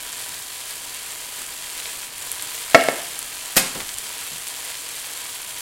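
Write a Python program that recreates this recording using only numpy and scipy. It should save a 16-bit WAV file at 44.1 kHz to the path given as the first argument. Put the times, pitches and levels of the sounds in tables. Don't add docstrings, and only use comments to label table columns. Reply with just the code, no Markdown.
import sys
import numpy as np
from scipy import signal
from scipy.fft import rfft, irfft, next_fast_len
from scipy.io import wavfile
from scipy.ndimage import uniform_filter1d

SR = 44100
rng = np.random.default_rng(int(sys.argv[2]) if len(sys.argv) > 2 else 0)


def wav_out(sig):
    wavfile.write(sys.argv[1], SR, np.round(np.clip(np.atleast_2d(sig).T, -1, 1) * 32767).astype(np.int16))


N = 247380
T = np.arange(N) / SR


def undb(db):
    return 10 ** (np.asarray(db) / 20)


def unit(x):
    return x / np.sqrt(np.mean(x ** 2))


def fade(t60, size=SR):
    return np.exp(-np.log(1000) * T[:size] / t60)


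def read_curve(points, hz):
    point_hz, value = np.transpose(points)
    return np.interp(np.log(np.maximum(hz, 1)), np.log(point_hz), value)


def colour(x, points):
    size = 2 * next_fast_len(len(x))
    gain = undb(read_curve(points, np.fft.rfftfreq(size, 1 / SR)))
    cepstrum = irfft(np.log(gain))
    cepstrum[1:size // 2] *= 2
    cepstrum[size // 2 + 1:] = 0
    response = np.exp(rfft(cepstrum))
    return irfft(rfft(x, size) * response)[:len(x)]


def resonate(x, hz, width):
    top = .45 * SR
    centre = min(hz, top)
    b, a = signal.iirpeak(centre, centre / min(width, top / 2), fs=SR)
    return signal.lfilter(b, a, x)


def cut(x, hz, kind, order=2):
    sos = signal.butter(order, min(hz, .45 * SR), kind, fs=SR, output="sos")
    return signal.sosfilt(sos, x)


def add(out, s, sound):
    i = int(s * SR)
    out[i:i + len(sound)] += sound[:N - i]


def walk(rate):
    k = int(SR / rate)
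    steps = np.repeat(rng.standard_normal(N // k + 1), k)
    return unit(uniform_filter1d(steps, k)[:N])


def bursts(rate, spread_db, cap, flurry):
    happens = rng.random(N) < rate * flurry / SR
    size_db = spread_db * np.minimum(rng.exponential(size=N), cap)
    return happens * rng.choice([-1, 1], N) * undb(size_db)


JUICE_DB, FAT_DB = -36.5, -34.5
SHADOW_SHARE = 0.67
# time_s, level_db
FRY_VIGOUR = [(0, 0), (.3, 0.7), (1.3, -1), (1.85, 0.9), (2.5, 1.2), (3.0, 0.54), (5.6, -0.06)]
# pitch_hz, relative level_db per Hz
SIZZLE_COLOUR = [(150, -42), (250, -13), (380, -17.5), (436, -8.5), (595, -14), (786, -3.5), (887, -11),
                 (967, -8), (1280, -5.5), (1660, -4), (3260, -1), (5390, -5.5), (8760, -1), (11600, -4.5),
                 (15800, -12)]
# pitch_hz, width_hz, level_db
PAN_RESONANCES = [(273, 30, 13.5), (454, 70, 3.5), (645, 56, -2.5), (800, 58, -2), (974, 47, 6),
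                  (1670, 160, -9.5), (2290, 220, -15.5), (3164, 110, -7), (4480, 730, -9), (7450, 370, -9)]


def sizzle(rate=460, juice_spread_db=3.5, fat_spread_db=2.0, width_share=0.84, flurry_db=1.2,
           hiss_db=-10, split_hz=5700, simmer_db=0.55):
    flurry = flurry_db * walk(35)
    crowd = np.zeros(N)
    for hz in np.geomspace(380, 14500, 16):
        spread_db = read_curve([(2000, juice_spread_db), (9000, fat_spread_db)], hz)
        clicks = bursts(rate, spread_db, 5, undb(flurry + 1.4 * walk(12)))
        crowd += unit(resonate(clicks, hz, hz * width_share)) * np.sqrt(hz)
    crowd = unit(crowd) + undb(hiss_db) * rng.standard_normal(N)
    hz, power = signal.welch(crowd, SR, nperseg=256)
    hz, power = hz[1:-1], power[1:-1]
    crowd = colour(crowd, np.c_[hz, read_curve(SIZZLE_COLOUR, hz) - 10 * np.log10(power)])
    crowd = crowd + sum(undb(db) * resonate(crowd, hz, width) for hz, width, db in PAN_RESONANCES)
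    crowd = crowd + undb(-11) * kitchen(crowd)
    vigour = np.interp(T, *np.transpose(FRY_VIGOUR)) + simmer_db * walk(6.5)
    shadow = arm_shadow()
    juices = unit(cut(crowd, split_hz, "low", order=3))
    juices = juices * undb(JUICE_DB + vigour - SHADOW_SHARE * shadow)
    fizz = unit(cut(crowd, split_hz, "high", order=3))
    fizz = fizz * undb(FAT_DB + vigour - shadow)
    return juices + fizz


# middle_s, half_length_s, treble_loss_db
ARM_SWEEPS = [(2.106, 0.057, 4.5), (3.346, 0.14, 2)]


def arm_shadow():
    return sum(db * np.exp(-((T - s) / half) ** 2) for s, half, db in ARM_SWEEPS)


SPIT_HZ, SPIT_SCATTER = 9150, .12
SMALL_SPITS_PER_S, SMALL_SPIT_DB, SMALL_SPIT_SPREAD_DB = 8, -17, 1.8
SNAP_DB, SNAP_GROWTH = -20, 0.45
RING_CYCLES = 0.74
# start_s, level_db, pitch_hz
LOUD_SPITS = [(.121, -20, 9500), (2.030, -18, 8800), (2.317, -4.5, 10200), (2.327, -13, 9800),
              (2.424, -8, 10000), (2.839, -10, 9500), (3.191, -6.5, 10100), (3.228, -11.5, 8600),
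              (3.942, -12, 7900), (3.985, -7, 8900), (4.485, -11, 8900), (4.651, -16, 9500)]


def spits(snap_hz=2700, snap_t60=0.0055, room_db=-11):
    out, t = np.zeros(N), T[:SR // 100]
    moments = T[rng.random(N) < SMALL_SPITS_PER_S / SR]
    small_db = SMALL_SPIT_DB + SMALL_SPIT_SPREAD_DB * rng.standard_normal(N) - arm_shadow()
    small_hz = SPIT_HZ * np.exp(SPIT_SCATTER * rng.standard_normal(N))
    small = [(s, np.interp(s, T, small_db), np.interp(s, T, small_hz)) for s in moments]
    droplets = list(LOUD_SPITS) + small
    for (s, db, hz), detune in zip(droplets, rng.standard_normal(len(droplets))):
        ring = np.sin(2 * np.pi * hz * t) * t * np.exp(-hz * t / RING_CYCLES)
        snap = np.sin(2 * np.pi * snap_hz * np.exp(0.51 * detune) * t)
        snap = cut(snap * fade(snap_t60, size=len(t)), 1400, "high")
        add(out, s, undb(db) * ring / np.abs(ring).max() + undb(SNAP_DB + SNAP_GROWTH * db) * snap)
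    return out + undb(room_db) * kitchen(out)


# start_s, level_db
STEAM_POPS = [(.521, -26), (1.589, -20), (1.800, -17), (1.857, -15), (2.397, -17), (2.810, -12),
              (3.892, -16.5), (4.47, -19), (4.753, -16), (5.045, -23), (5.574, -18.5)]
# pitch_hz, relative level_db per Hz
POP_COLOUR = [(300, -20), (1000, -6), (3000, 5), (5000, 0), (12000, -22)]


def pops(splutter_db=-14, splutter_t60=0.024, room_db=-8):
    out, size = np.zeros(N), SR // 10
    tick = colour(signal.unit_impulse(size), POP_COLOUR)
    tick = tick / np.abs(tick).max()
    for s, db in STEAM_POPS:
        splutter = unit(colour(rng.standard_normal(size) ** 3, POP_COLOUR))
        splutter = splutter * fade(splutter_t60, size=size)
        add(out, s, undb(db) * (tick + undb(splutter_db) * splutter))
    return out + undb(room_db) * kitchen(out)


def strike(blows, modes, body, tick_db, crack_db, crack_t60):
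    knocks, rings, t = np.zeros(N), np.zeros(N), T[:SR]
    tick = colour(signal.unit_impulse(SR), body)
    tick = undb(tick_db) * tick / np.abs(tick).max()
    for s, db, contact_hz, ring_db in blows:
        shape = rng.standard_normal((len(modes), 2))
        ring = np.zeros(SR)
        for (hz, mode_db, t60), (extra_db, phase) in zip(modes, shape):
            ring += undb(mode_db + extra_db) * fade(t60) * np.sin(2 * np.pi * hz * t + np.pi * phase)
        crack = unit(colour(rng.standard_normal(SR), body)) * fade(crack_t60)
        knock = tick + undb(ring_db + crack_db) * crack
        add(knocks, s, undb(db) * cut(knock, contact_hz, "low"))
        add(rings, s, undb(db + ring_db) * cut(ring, contact_hz, "low"))
    return knocks, rings


# start_s, level_db, contact_lowpass_hz, free_ring_db
BOWL_HITS = [(2.7458, 1.5, 5200, 0), (2.7488, -1, 5100, -5), (2.762, -11, 800, -11), (2.772, -8.5, 800, -2),
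             (2.779, -11, 1000, -25), (2.8864, 5, 3500, -21)]
# pitch_hz, level_db, t60_s
BOWL_RING = [(180, -35, 0.16), (263, -22, .2), (300, -17, 0.13), (390, -16, 0.2), (486, -12, 0.12),
             (540, -13, 0.21), (582, -13, 0.2), (647, -14, 0.14), (684, -7.5, 0.135), (750, -17, 0.13),
             (1125, -16.5, 0.12), (1333, -8.5, 0.086), (1435, -19, 0.064), (1803, 1, 0.029),
             (1998, -11, 0.04), (2198, -4, 0.041), (2680, -12, 0.05), (3600, -13, 0.03)]
# pitch_hz, relative level_db per Hz
BOWL_BODY = [(40, -46), (130, -5.5), (260, -3), (450, 3), (650, 5), (920, -9.5), (1400, -13), (2100, -3.5),
             (3200, -13.5), (6000, -13.5), (15000, -15.5)]


def bowl():
    knocks, rings = strike(BOWL_HITS, BOWL_RING, BOWL_BODY, tick_db=7, crack_db=0.5, crack_t60=0.047)
    sound = knocks + rings + undb(-11) * kitchen(knocks + undb(-6.0) * rings)
    return undb(-1) * cut(sound, 140, "high")


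# start_s, level_db, contact_lowpass_hz, free_ring_db
UTENSIL_HITS = [(3.559, -14, 14000, 0.5), (3.566, -3, 18000, 1.5), (3.570, 0, 13000, 0.5),
                (3.573, -5.5, 8000, -2), (3.578, -5, 9000, -1.5), (3.584, -11, 14000, -9),
                (3.593, -6.5, 9000, -7), (3.656, -24, 14000, -16)]
# pitch_hz, level_db, t60_s
CLATTER_RING = [(179.5, -32, 0.26), (254, -42, 0.24), (360, -39, 0.16), (532, -29, 0.19),
                (1910, -13, 0.032), (2220, -39, 0.17), (2535, -27, 0.16), (3640, -35, .2),
                (5200, -26.5, 0.21), (7500, -33, .2), (8600, -22, 0.14), (10832, -20.5, 0.15),
                (11850, -23, .15)]
# pitch_hz, relative level_db per Hz
UTENSIL_BODY = [(30, -1), (110, -9), (180, 4), (400, 2.5), (900, 2), (1400, 1), (2000, 3.5), (3200, 2),
                (6000, 2.5), (8500, 4.5), (11000, 0), (13500, 5.5), (16000, -0.5)]


def utensil():
    knocks, rings = strike(UTENSIL_HITS, CLATTER_RING, UTENSIL_BODY, tick_db=3, crack_db=-9.0, crack_t60=0.098)
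    room = kitchen(knocks + rings / 3)
    return undb(0.5) * (knocks + rings + undb(-9) * room)


# start_s, level_db, pitch_hz, t60_s
SOFT_THUDS = [(0.286, -46, 80, 0.4), (1.38, -45, 360, 0.36), (3.75, -36.5, 220, 0.34),
              (3.753, -31.5, 507, 0.25), (3.768, -38, 34.3, .35), (3.945, -48.5, 34.8, 0.34),
              (4.314, -40, 119, 0.19)]


def thuds(rise_s=0.0028):
    out = np.zeros(N)
    for s, db, hz, t60 in SOFT_THUDS:
        body = resonate(rng.standard_normal(SR), hz, hz)
        body = unit(resonate(body, hz, 2 * hz))
        swell = 1 - np.exp(-T[:SR] / rise_s)
        add(out, s, undb(db) * body * fade(t60) * swell)
    return out


# start_s, level_db
COUNTER_SCUFFS = [(3.755, -35.5), (3.803, -34)]


def scuffs(grains_per_s=900, grit_hz=1100, grit_width_hz=2200, t60=.16):
    out = np.zeros(N)
    for s, db in COUNTER_SCUFFS:
        grains = (rng.random(SR) < grains_per_s / SR) * rng.standard_normal(SR)
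        grit = unit(resonate(grains, grit_hz, grit_width_hz))
        add(out, s, undb(db) * grit * fade(t60))
    return out


# pitch_hz, t60_s
KITCHEN_DECAY = [(100, 0.61), (500, 0.53), (2000, 0.62), (5000, 0.44), (9000, 0.46), (16000, 0.1)]


def kitchen(x, build_s=0.017):
    noise, hz = rfft(rng.standard_normal(SR)), np.arange(SR // 2 + 1)
    octave = np.round(np.log2(np.maximum(hz, 100)))
    tail = np.zeros(SR)
    for k in np.unique(octave):
        tail += irfft(noise * (octave == k), SR) * fade(read_curve(KITCHEN_DECAY, 2 ** k))
    tail = tail * (1 - np.exp(-(T[:SR] / build_s) ** 2))
    return signal.fftconvolve(x, unit(tail) / np.sqrt(SR))[:N]


# pitch_hz, relative level_db per Hz
RUMBLE_COLOUR = [(20, 0.5), (45, 1.5), (80, -0.5), (115, -1.5), (160, -1.5), (230, -4.5), (400, -3),
                 (1000, -21.5)]


def background(rumble_db=-54, hum_hz=119, hum_db=-68):
    rumble = unit(colour(rng.standard_normal(N), RUMBLE_COLOUR)) * undb(rumble_db + walk(5.01))
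    hum = undb(hum_db) * unit(np.sin(2 * np.pi * hum_hz * T))
    return rumble + hum


def scene():
    frying = sizzle() + spits() + pops()
    counter = bowl() + utensil() + thuds() + scuffs()
    mono = frying + counter + background()
    return np.array([mono, mono])


def record(dry, top_hz=15850):
    clipped = np.clip(dry, -1, 1)
    return signal.sosfilt(signal.ellip(10, .1, 70, top_hz, fs=SR, output="sos"), clipped)


dry = scene()
out = record(dry)
wav_out(out)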